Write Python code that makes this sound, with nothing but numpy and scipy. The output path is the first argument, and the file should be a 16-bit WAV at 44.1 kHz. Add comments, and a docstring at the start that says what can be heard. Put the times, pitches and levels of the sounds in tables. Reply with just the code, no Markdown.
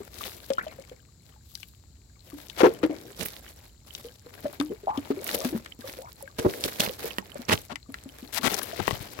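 """Liquid soap glugs from a plastic bottle into a bucket of water, very near two microphones.
From the start wet fingers slide and tick over a low rumble and a faint hiss; a first few bubbles ring.
At 2.6 s comes the strongest glug, several rings close together; more follow, rising in pitch, with splashes.
From 6.9 s fingers also knock on the casing; from 7.7 s five soft glugs come evenly. Last, the grip crinkles.
Bubbles are dying sines, rubbing many tiny ringing pops, sloshing low noise, and the echo fading noise."""
import sys
import numpy as np
from scipy import signal
from scipy.fft import rfft, irfft, next_fast_len
from scipy.io import wavfile
from scipy.ndimage import uniform_filter1d

SR = 44100
rng = np.random.default_rng(int(sys.argv[2]) if len(sys.argv) > 2 else 0)


def master_out(mix):
    """Clip the mix to full scale and print it as 16-bit PCM to the path in sys.argv[1]."""
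    frames = np.transpose(np.atleast_2d(mix))
    ceiling = np.clip(frames, -1, 1)
    pcm = np.round(ceiling * 32767).astype(np.int16)
    wavfile.write(sys.argv[1], SR, pcm)


N = 405719
TIME = np.arange(N) / SR

# tone of scraping skin and droplets: (frequency [Hz], relative level [dB])
SCRAPE_TONE = [(250, -23), (700, 7.5), (1900, 7.5), (4000, 4.5), (8000, -3), (12500, -3), (16000, -10)]
# tone of dull pushes and moving water: (frequency [Hz], relative level [dB])
PUSH_TONE = [(25, -48.5), (70, -8), (150, -3.5), (260, -1), (450, -3), (620, -5.5), (900, -19), (2000, -57)]
# the microphones turn against the bucket: (time [s], delay of the left one [s])
LEFT_DELAY = [(2.6, -.00035), (4.3, .00025), (6.5, .0004)]


def bubbles(pan_db=2.8):
    """Air bubbles ring in the water; the strongest glug is several rings close together."""
    out = np.zeros((2, N))
    for s, hz, db, t60, rise in bubble_rings():
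        ring = bubble(ports(s, SR // 4), hz, t60, rise)
        add(out, s, amp(db) * panned(pan_db) * ring)
    return out


def bubble_rings(even_count=5, even_start_s=7.722, even_gap_s=0.168):
    """Lists every ring: the uneven ones, where high ones chirp more steeply, then the evenly spaced glugs."""
    # rings of air bubbles: (time [s], starting pitch [Hz], level [dB], time to fade by 60 dB [s])
    uneven = [(.004, 404, -27.5, 0.059), (0.503, 524, -14.5, 0.092), (.582, 1200, -12.5, 0.048),
              (0.61, 1660, -25, 0.03), (.631, 1400, -31, .035), (.666, 620, -25.5, 0.066),
              (.787, 532, -32, 0.074), (.915, 492, -33.5, 0.093), (2.331, 285, -34, 0.23),
              (2.606, 501, -14.5, .1), (2.633, 342, -0.5, 0.051), (2.639, 473, -5, 0.14),
              (2.649, 426.6, -7.5, 0.15), (2.667, 349, -7.5, 0.08), (2.835, 310.4, -12, 0.1),
              (2.833, 471, -13, 0.069), (2.848, 306, -15, 0.067), (2.896, 296, -20.5, .16),
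              (4.047, 471, -32, .15), (4.262, 484, -35, 0.073), (4.445, 274, -22.5, 0.031),
              (4.454, 572, -18.5, 0.086), (4.599, 291, -18.5, 0.23), (4.716, 414, -25, 0.11),
              (4.834, 398, -32, 0.081), (4.894, 818, -18, .1), (4.976, 271.8, -19.5, 0.09),
              (5.103, 267, -21.5, 0.16), (5.104, 402.5, -13, 0.051), (5.171, 383, -27, 0.11),
              (5.346, 490, -15.5, 0.023), (5.451, 252, -17, 0.13), (5.527, 335, -20.5, 0.11),
              (5.548, 220, -19.5, 0.11), (5.79, 245, -33.5, 0.062), (5.842, 520, -32.5, .15),
              (5.988, 510, -28, 0.064), (6.226, 546, -35, 0.13), (6.397, 462, -30, 0.22),
              (6.448, 368, -13, 0.12), (6.894, 471, -23, .07), (7.043, 449, -23, 0.098),
              (7.356, 587, -22, 0.027), (7.393, 242, -29.5, 0.084), (8.73, 676, -25.5, 0.066)]
    slow_rise, chirp_rise = 1.6, 47  # octaves per second: large bubbles climb slowly, small ones chirp
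    chirp_above_hz = 1000
    found = []
    for s, hz, db, t60 in uneven:
        rise = chirp_rise if hz > chirp_above_hz else slow_rise
        found.append((s, hz, db, t60, rise))
    for k in range(even_count):
        found.append((even_start_s + k * even_gap_s, 247.3, -33, 0.11, 6.3))  # same columns, rise last
    return found


def bubble(t, hz, t60, rise, attack_s=0.001, wobble=0.042):
    """A dying sine: its pitch climbs near the surface and wavers as the bubble deforms."""
    waver = evened(uniform_filter1d(rng.standard_normal(t.shape[-1]), SR // 150))
    # wobble is the typical share by which the pitch wavers
    turns = hz * (t + np.log(2) * rise * t ** 2 / 2 + wobble * np.cumsum(waver) / SR)
    return np.sin(2 * np.pi * turns) * decay(t, t60) * (1 - np.exp(-t / attack_s))


def ports(s, length):
    """Time since a sound in the bucket reached the left and the right microphone."""
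    lag = np.interp(s, *np.transpose(LEFT_DELAY))
    return np.maximum(np.arange(length) / SR - np.array([[lag], [-lag]]) / 2, 0)


def splashes(pan_db=4, full_db=-18, growth=0.092, most_push_db=-36):
    """The surface breaks: each ring starts with a noisy splash that grows with the ring's level."""
    splash_s, splash_db, tilt_db = 0.016, -27.5, -6  # level is set against the ring; tilt per octave
    push_db, push_hz, push_db_per_oct = -17, 382, -10  # the push is weaker for rings above push_hz
    out = np.zeros((2, N))
    for s, hz, db, _, _ in bubble_rings():
        force_db = db + growth * min(db - full_db, 0)  # a ring below full_db splashes a little less
        octaves_above = np.log2(max(hz / push_hz, 1))
        dull_db = min(force_db + push_db + push_db_per_oct * octaves_above, most_push_db)
        splash = burst(splash_s, force_db + splash_db, tilt_db, dull_db, attack_share=0.05)
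        add(out, s, panned(pan_db) * splash)
    return out


def gurgles(per_s=280, scatter_oct=0.28, t60=0.019, rise=4, pan_db=3):
    """Soap folds into the water: a quick chain of overlapping bubbles whose pitch drifts."""
    # chains: (time [s], length [s], first pitch [Hz], last pitch [Hz], level [dB])
    chains = [(.675, 0.059, 2600, 1900, -56), (2.606, .06, 480, 424, -26.5), (2.68, .04, 418, 430, -40),
              (2.902, 0.036, 494, 560, -40), (2.936, 0.18, 327, 394, -50), (4.699, .02, 268, 580, -31),
              (4.871, 0.022, 626, 884, -24.5), (4.91, 0.069, 950, 1060, -38), (5.193, 0.032, 400, 556, -42),
              (5.364, 0.087, 473, 680, -38), (5.965, 0.13, 400, 1260, -47.5), (6.382, .3, 478, 474, -40.5)]
    out = np.zeros((2, N))
    for s, length, from_hz, to_hz, db in chains:
        t, chain = ports(s, SR // 10), np.zeros((2, SR // 2))
        count = int(per_s * length) + 1
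        for k, (late, size, small) in enumerate(rng.random((count, 3))):
            share = (k + late) / count  # how far along the chain
            drift_hz = from_hz * (to_hz / from_hz) ** share
            hz = drift_hz * 2 ** (scatter_oct * (2 * small - 1))
            turns = hz * t * (1 + np.log(2) * rise * t / 2)
            ring = np.sin(2 * np.pi * turns) * decay(t, t60) * (1 - np.exp(-hz * t))
            add(chain, share * length, (.5 + size) * (1 - share / 2) * ring)
        chain *= np.sqrt(length * SR / np.sum(chain[0] ** 2))  # same power for every chain
        add(out, s, amp(db) * panned(pan_db) * chain)
    return out


def slosh(stir, side_db=2):
    """Stirred water: a soft, lumpy low wash of noise."""
    wash = paired(rng.standard_normal((2, N)), likeness=0.67) * flutter(depth_db=3.5, span_s=0.011)
    return stir * panned(side_db) * coloured(wash, PUSH_TONE)


def stirring(rasp, hand_db=-4.5, ring_db=-41.5, settle_s=0.17):
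    """How strongly the water moves: it follows the hand, and each bubble ring adds a swirl that settles."""
    kicks = np.zeros(N)
    for s, _, db, _, _ in bubble_rings():
        kicks[max(round(s * SR), 0)] += amp(db + ring_db) ** 2
    swirl = signal.lfilter([1], [1, -np.exp(-2 / (settle_s * SR))], kicks)  # power, so it fades twice as fast
    return np.sqrt(swirl + (amp(hand_db) * rasp) ** 2)


def rubbing(skin, rasp, drops_db=-30, drops_per_s=26, drop_cycles=7):
    """Wet skin slides with uneven pressure: a fine hiss, a coarser rasp and stray droplets."""
    # tones of the fine hiss and the coarse rasp: (frequency [Hz], relative level [dB])
    skin_tone = [(200, -61), (1700, -14), (3700, 7.5), (7000, 0.5), (9000, 0), (12000, 6), (16000, 2.5)]
    rasp_tone = [(60, -44), (250, 10), (600, 10), (1100, 4), (2200, 3), (3500, -10.5), (6000, -15),
                 (12000, -43)]
    grip = slips(N, per_s=2200, spread_db=7.0, smooth=1.0, likeness=0.054)
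    grip = grip * flutter(depth_db=2.0, span_s=0.0034) * flutter(depth_db=3.0, span_s=.018)
    drops = slips(N, drops_per_s, spread_db=5.5, smooth=0, likeness=0.17, cycles=drop_cycles)
    sound = skin * coloured(grip, skin_tone) + rasp * coloured(grip, rasp_tone)
    sound += amp(drops_db) * np.sqrt(rasp) * coloured(drops, SCRAPE_TONE)  # droplets keep falling in the lulls
    return side(TIME, reach=0.79) * sound


def pressure():
    """Gains of skin hiss and rasp over time: a slide starts lightly, firms up, then eases and lifts off."""
    # slides of the fingers: (start [s], length [s], fine hiss of skin [dB], coarse rasp [dB])
    slide_list = [(0, 0.12, -48.5, -50), (0.148, 0.32, -40.5, -47.5), (0.51, 0.42, -56.5, -53),
                  (1.256, 0.084, -59.5, -63), (1.478, 0.25, -49, -87), (2.244, 0.52, -51, -56),
                  (2.601, 0.095, -39.5, -31.5), (2.78, 0.4, -59.5, -48.5), (2.972, 0.24, -48.5, -62),
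                  (3.189, 0.14, -41, -49.5), (3.209, 0.48, -52, -55), (3.881, 0.27, -48.5, -55),
                  (4.254, 0.61, -53.5, -52), (4.939, 0.76, -50, -46.5), (5.255, 0.26, -34.5, -40),
                  (5.814, 0.21, -45, -49.5), (6.03, 0.43, -58.5, -60), (6.392, 0.15, -40, -40.5),
                  (6.517, 0.35, -38.5, -43.5), (6.811, 0.077, -30, -32.5), (6.991, 0.17, -40.5, -41),
                  (7.23, 0.38, -56.5, -51), (7.526, 0.047, -32.5, -36.5), (7.9, 0.91, -55, -54.5),
                  (8.418, 0.29, -36, -38), (8.677, 0.63, -44, -43)]
    touch_db, peak_share, ease_db = -6, 0.37, -9.5  # firmest at this share of the length
    grip_db_per_s, lift_db_per_s = 469, -170  # how fast the finger lands and lifts off
    rest_db = -79  # resting fingers never keep quite still
    clock = TIME[::64][:N // 64]  # a coarse clock is enough for a slow gain
    power = np.full((2, N // 64), amp(rest_db) ** 2)
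    for start, length, skin_db, rasp_db in slide_list:
        t = clock - start
        press_db = np.interp(t / length, [0, peak_share, 1], [touch_db, 0, ease_db])
        landing_db = grip_db_per_s * np.minimum(t, 0)
        lifting_db = lift_db_per_s * np.maximum(t - length, 0)
        shape = amp(press_db + landing_db + lifting_db)
        power += (amp([[skin_db], [rasp_db]]) * shape) ** 2
    return [np.interp(TIME, clock, np.sqrt(p)) for p in power]


def crackle(skin, per_s=28, spread_db=4.0, level_db=-21, follow=0.69, tilt_db=2.0):
    """Wet skin sticks and lets go in fine snaps, which stand out most under a light touch."""
    snaps = slips(N, per_s, spread_db, smooth=0, likeness=0.39, cycles=1.0)
    return amp(level_db) * skin ** follow * side(TIME, reach=1.6) * coloured(snaps, SCRAPE_TONE, tilt_db)


def strokes():
    """Skin catches, or liquid slaps, briefly beside the microphones."""
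    # (time [s], length [s], scrape level [dB], tilt above 1 kHz [dB per octave], dull push level [dB])
    stroke_list = [(2.579, 0.021, -29.5, -0.5, -56), (2.601, 0.017, -19, -7, -45),
                   (2.629, 0.039, -19.5, -12, -42), (2.829, 0.011, -28.5, -5.5, -51),
                   (3.189, 0.046, -35, 1.5, -35), (3.249, 0.015, -24.5, 17.5, -38.5),
                   (5.342, 0.0051, -23.5, 5, -31), (5.446, .0034, -24.5, 2.5, -25.5),
                   (6.383, 0.015, -29, 0, -28), (6.447, 0.02, -30, -17, -19),
                   (6.635, 0.027, -29.5, 4.5, -29.5), (6.795, 0.011, -21.5, 2, -24.5),
                   (7.483, 0.015, -25, -1.5, -24.5), (7.501, 0.037, -19.5, -3.5, -23.5),
                   (7.693, 0.035, -35.5, -6, -43.5), (8.322, 0.042, -29, 2.5, -46.5),
                   (8.361, 0.026, -25, 0, -51), (8.428, .052, -22, -1, -25),
                   (8.522, 0.029, -28.5, 0, -39.5), (8.629, 0.0067, -28.5, 5.5, -41),
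                   (8.789, 0.016, -28, -7.5, -26)]
    out = np.zeros((2, N))
    for s, *stroke in stroke_list:
        add(out, s, side(s, reach=1.66) * burst(*stroke, attack_share=0.27))
    return out


def burst(length, db, tilt_db, push_db, attack_share, release_s=0.0029):
    """A short burst of dense slips with a dull push of low noise beneath it."""
    t = np.arange(SR // 12) / SR
    attack = 1 - np.exp(-t / (attack_share * length))
    release = np.exp(-np.maximum(t - length, 0) / release_s)
    grains = slips(len(t), per_s=6300, spread_db=5.0, smooth=.4, likeness=0.077)
    scrape = coloured(grains, SCRAPE_TONE, tilt_db)
    push = coloured(paired(rng.standard_normal((2, len(t))), likeness=1.0), PUSH_TONE)
    return attack * release * (amp(db) * scrape + amp(push_db) * push)


def ticks(decay_s=0.0022, sharpness=3.16):
    """A drop or a sticking fingertip lets go: a brief burst of noise around one pitch."""
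    # drops and fingertips: (time [s], level [dB], pitch [Hz])
    tick_list = [(0.2391, -19, 3070), (0.5038, -23, 2860), (0.5348, -22.5, 4830), (0.683, -33.5, 3900),
                 (0.728, -33.5, 1480), (0.896, -32.5, 3180), (1.5536, -20.5, 4700), (1.631, -25.5, 2700),
                 (2.499, -23, 3560), (2.604, -14, 2160), (3.21, -17, 2830), (3.259, -22, 2090),
                 (3.95, -20.5, 3800), (4.6, -18, 2720), (4.611, -18, 1300), (4.625, -33, 10200),
                 (4.9744, -25, 3400), (5.243, -18.5, 12100), (5.272, -24, 11200), (5.2908, -15, 1820),
                 (5.6602, -26.5, 1880), (5.896, -26, 2060), (6.225, -26.5, 11200), (6.6388, -11.5, 3500),
                 (6.686, -24.5, 2200), (6.804, -4.5, 3680), (6.862, -19.5, 2180), (7.112, -27, 2470),
                 (7.616, -32, 11700), (7.757, -17.5, 2050), (7.9418, -19.5, 1880), (8.423, -29, 1090),
                 (8.542, -10.5, 5700), (8.617, -22, 1400)]
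    out, t = np.zeros((2, N)), np.arange(SR // 30) / SR
    for s, db, hz in tick_list:
        snap = paired(rng.standard_normal((2, len(t))), likeness=0.65) * np.exp(-t / decay_s)
        tick = signal.lfilter(*signal.iirpeak(hz, sharpness, SR), snap)
        add(out, s, amp(db) * side(s, reach=2.16) * tick / abs(tick).max())
    return out


def knocks(crack=0.6, crack_s=0.0044):
    """A finger strikes the casing: a noisy crack and a few quickly damped tones."""
    # strikes: (time [s], level [dB], tilt of the tones around 1 kHz [dB per octave])
    strikes = [(6.876, -17, -2), (7.184, -11.5, 2.5), (7.496, -6.5, 2), (7.529, -4.5, 6.5),
               (8.801, -13.5, -5), (8.879, -4, 1), (8.909, -9.5, 0), (9.19, -17.5, 0.5)]
    # tones of the casing: (middle pitch [Hz], relative level [dB], time to fade by 60 dB [s])
    modes = [(199, 6, 0.063), (420, 18.5, 0.0082), (1070, 12.5, 0.015), (1830, 6, 0.024),
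             (2840, 14.5, 0.0037)]
    out, t = np.zeros((2, N)), np.arange(SR // 10) / SR
    for s, db, tilt_db in strikes:
        knock = crack * amp(2 * tilt_db) * rng.standard_normal(len(t)) * np.exp(-t / crack_s)
        for hz, mode_db, t60 in modes:
            turns = hz * rng.uniform(.9, 1.1) * t + rng.random()  # each strike detunes the tone a little
            level = amp(mode_db + tilt_db * np.log2(hz / 1000))
            knock += level * np.sin(2 * np.pi * turns) * decay(t, t60)
        add(out, s, amp(db) * side(s, reach=2.7) * knock / abs(knock).max())
    return out


def thuds(hz=125, t60=0.039, attack_s=0.00067):
    """The pad of a finger bumps the casing: a few dull cycles of a sine."""
    # bumps: (time [s], level [dB])
    bumps = [(7.539, -17), (8.813, -24), (8.824, -31), (8.928, -18), (9.006, -25.5)]
    out, t = np.zeros((2, N)), np.arange(SR // 10) / SR
    thud = np.sin(2 * np.pi * hz * t) * decay(t, t60) * (1 - np.exp(-t / attack_s))
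    for s, db in bumps:
        add(out, s, amp(db) * side(s, reach=1.0) * thud)
    return out


def crumple(low_hz=1700, high_hz=5600):
    """The grip shifts: many small dry crinkles, kept to a middle band."""
    # level of the crinkling: (time [s], level [dB])
    crinkle_level = [(8.6, -66), (8.7, -52), (8.83, -42.5), (8.93, -43), (8.99, -51), (9.2, -55)]
    grains = slips(N, per_s=900, spread_db=2.0, smooth=0, likeness=0.31, cycles=1.2)
    band = signal.butter(2, [low_hz, high_hz], "bandpass", fs=SR, output="sos")
    s, db = np.transpose(crinkle_level)
    level = np.interp(TIME, s, amp(db), left=0)
    return level * side(TIME, reach=1) * evened(signal.sosfilt(band, grains))


def side(s, reach):
    """Left and right gains where the fingers are; reach grows with nearness to one microphone."""
    # where the fingers are: (time [s], left minus right, before reach scales it [dB])
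    fingers = [(0, 10), (2.9, 7.5), (3.2, -4), (3.95, 5), (5.05, 7), (5.27, -1), (5.4, 3.5), (6.65, -2),
               (7.53, -2), (7.7, 6), (8.2, 1.5), (8.36, 12), (9.2, 8.5)]
    return panned(reach * np.interp(s, *np.transpose(fingers)))


def bucket(x):
    """Dense short reflections from the bucket wall and the room, the treble dying first."""
    # how long the echo lasts: (frequency [Hz], time to fade by 60 dB [s])
    echo_t60 = [(200, 0.17), (2000, 0.08), (8000, 0.037)]
    taps = rng.standard_normal((2, SR // 3))
    taps[:, :SR // 400] = 0  # a short gap before the first reflection
    hz, t, bands = signal.stft(taps, SR, nperseg=256)
    fading = bands * decay(t, read(echo_t60, hz)[:, None])
    tail = signal.istft(fading, SR, nperseg=256)[1]
    return signal.oaconvolve(x, tail / np.linalg.norm(tail[0]), axes=1)[:, :N]


def background(rumble_db=-54.5, hiss_db=-64):
    """Low room rumble and the hiss of the microphones, both shaped noise."""
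    # tones of the two noises: (frequency [Hz], relative level [dB])
    rumble_tone = [(30, -13.5), (58, 4), (110, -1.5), (285, -16.5), (590, -29), (1650, -40.5)]
    hiss_tone = [(1500, -6.5), (3100, -13.5), (4100, 4), (6000, -6), (7100, 4.5), (7650, 6), (8600, -19),
                 (16000, -31)]
    rumble = coloured(paired(rng.standard_normal((2, N)), likeness=0.94), rumble_tone)
    hiss = coloured(rng.standard_normal((2, N)), hiss_tone)
    return amp(rumble_db) * rumble + amp(hiss_db) * panned(pan_db=13.0) * hiss


def slips(length, per_s, spread_db, smooth, likeness, cycles=0.65):
    """Wet friction: tiny pops of twelve pitches and many sizes, over a smooth hiss."""
    pitches = np.geomspace(450, 15000, num=12)
    grains, count = np.zeros((2, length)), int(per_s * length / SR / len(pitches)) + 1
    for hz in pitches:
        births = np.full((2, length), 1e-20)  # not quite zero, which keeps the filter fast
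        place, size = rng.random((count, 2, 2)).T
        strength = amp(-spread_db * np.log(size + .01))
        np.put_along_axis(births, (place * length).astype(int), strength, 1)
        # each birth rings a small resonator that fades within a few cycles
        turn, fade = 2 * np.pi * hz / SR, np.exp(-hz / SR / cycles)
        ringing = signal.lfilter([1], [1, -2 * fade * np.cos(turn), fade ** 2], births)
        grains += np.sin(turn) * ringing
    pops = evened(np.diff(grains, prepend=0))
    return paired(pops + smooth * rng.standard_normal((2, length)), likeness)


def flutter(depth_db, span_s):
    """Uneven pressure: a random gain that changes over span_s."""
    width = max(int(span_s * SR), 1)
    drift = uniform_filter1d(uniform_filter1d(rng.standard_normal(N), width), width)
    return amp(depth_db * evened(drift))


def coloured(x, colour, tilt_db=0):
    """Gives x a spectrum, tilted above 1 kHz by so many dB per octave, at unit level."""
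    size = next_fast_len(x.shape[1])
    hz = np.fft.rfftfreq(size, 1 / SR)
    gain = amp(read(colour, hz) + tilt_db * np.log2(np.maximum(hz, 1000) / 1000))
    return evened(irfft(rfft(x, size) * gain, size)[:, :x.shape[1]])


def paired(x, likeness):
    """Blends two unrelated signals into a partly alike left and right."""
    c = np.clip(likeness, 0, 1)
    return np.array([x[0], c * x[0] + np.sqrt(1 - c * c) * x[1]])


def panned(pan_db):
    """Left and right gains of constant total power; pan_db is left minus right."""
    gains = amp(np.array([pan_db, -pan_db]).reshape(2, -1) / 2)
    return gains / np.sqrt(np.mean(gains ** 2, 0))


def decay(t, t60):
    """A smooth dying away by 60 dB in t60 seconds."""
    return np.exp(-np.log(1000) * t / t60)


def amp(db):
    """Turns decibels into a gain."""
    return 10 ** (np.asarray(db) / 20)


def evened(x):
    """Scales x to unit average power."""
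    return x / np.sqrt(np.mean(x ** 2) + 1e-20)


def read(points, hz):
    """Reads a table between its points, along a logarithmic frequency scale."""
    f, value = np.transpose(points)
    return np.interp(np.log(hz + 1), np.log(f + 1), value)


def add(mix, s, sound):
    """Adds a sound to the mix from time s on, cut off at the end."""
    part = mix[:, max(round(s * SR), 0):][:, :sound.shape[1]]
    part += sound[:, :part.shape[1]]


def scene(water_echo_db=-19, hand_echo_db=-15):
    """Water and hand, their short reflections, and the quiet room."""
    skin, rasp = pressure()
    water = bubbles() + splashes() + gurgles()
    hand = strokes() + ticks() + knocks() + thuds()
    echo = bucket(amp(water_echo_db) * water + amp(hand_echo_db) * hand)
    near = hand + rubbing(skin, rasp) + crackle(skin) + crumple()
    # the hand's sound reaches the two microphones at different times
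    lag = np.round(np.interp(TIME, *np.transpose(LEFT_DELAY)) * SR).astype(int)
    near[0] = near[0].take(np.arange(N) - lag, mode="clip")
    return water + near + echo + background() + slosh(stirring(rasp))


def record(dry, low_cut_hz=38, edge_hz=16300):
    """The loudest peaks overload; then the low cut and the band limit."""
    low_cut = signal.butter(2, low_cut_hz, "highpass", fs=SR, output="sos")
    clipped = signal.sosfilt(low_cut, np.clip(dry, -1, 1))
    band_limit = signal.firwin(255, edge_hz, window=("kaiser", 9), fs=SR)
    return signal.oaconvolve(clipped, band_limit[None], "same")


dry = scene()
out = record(dry)
master_out(out)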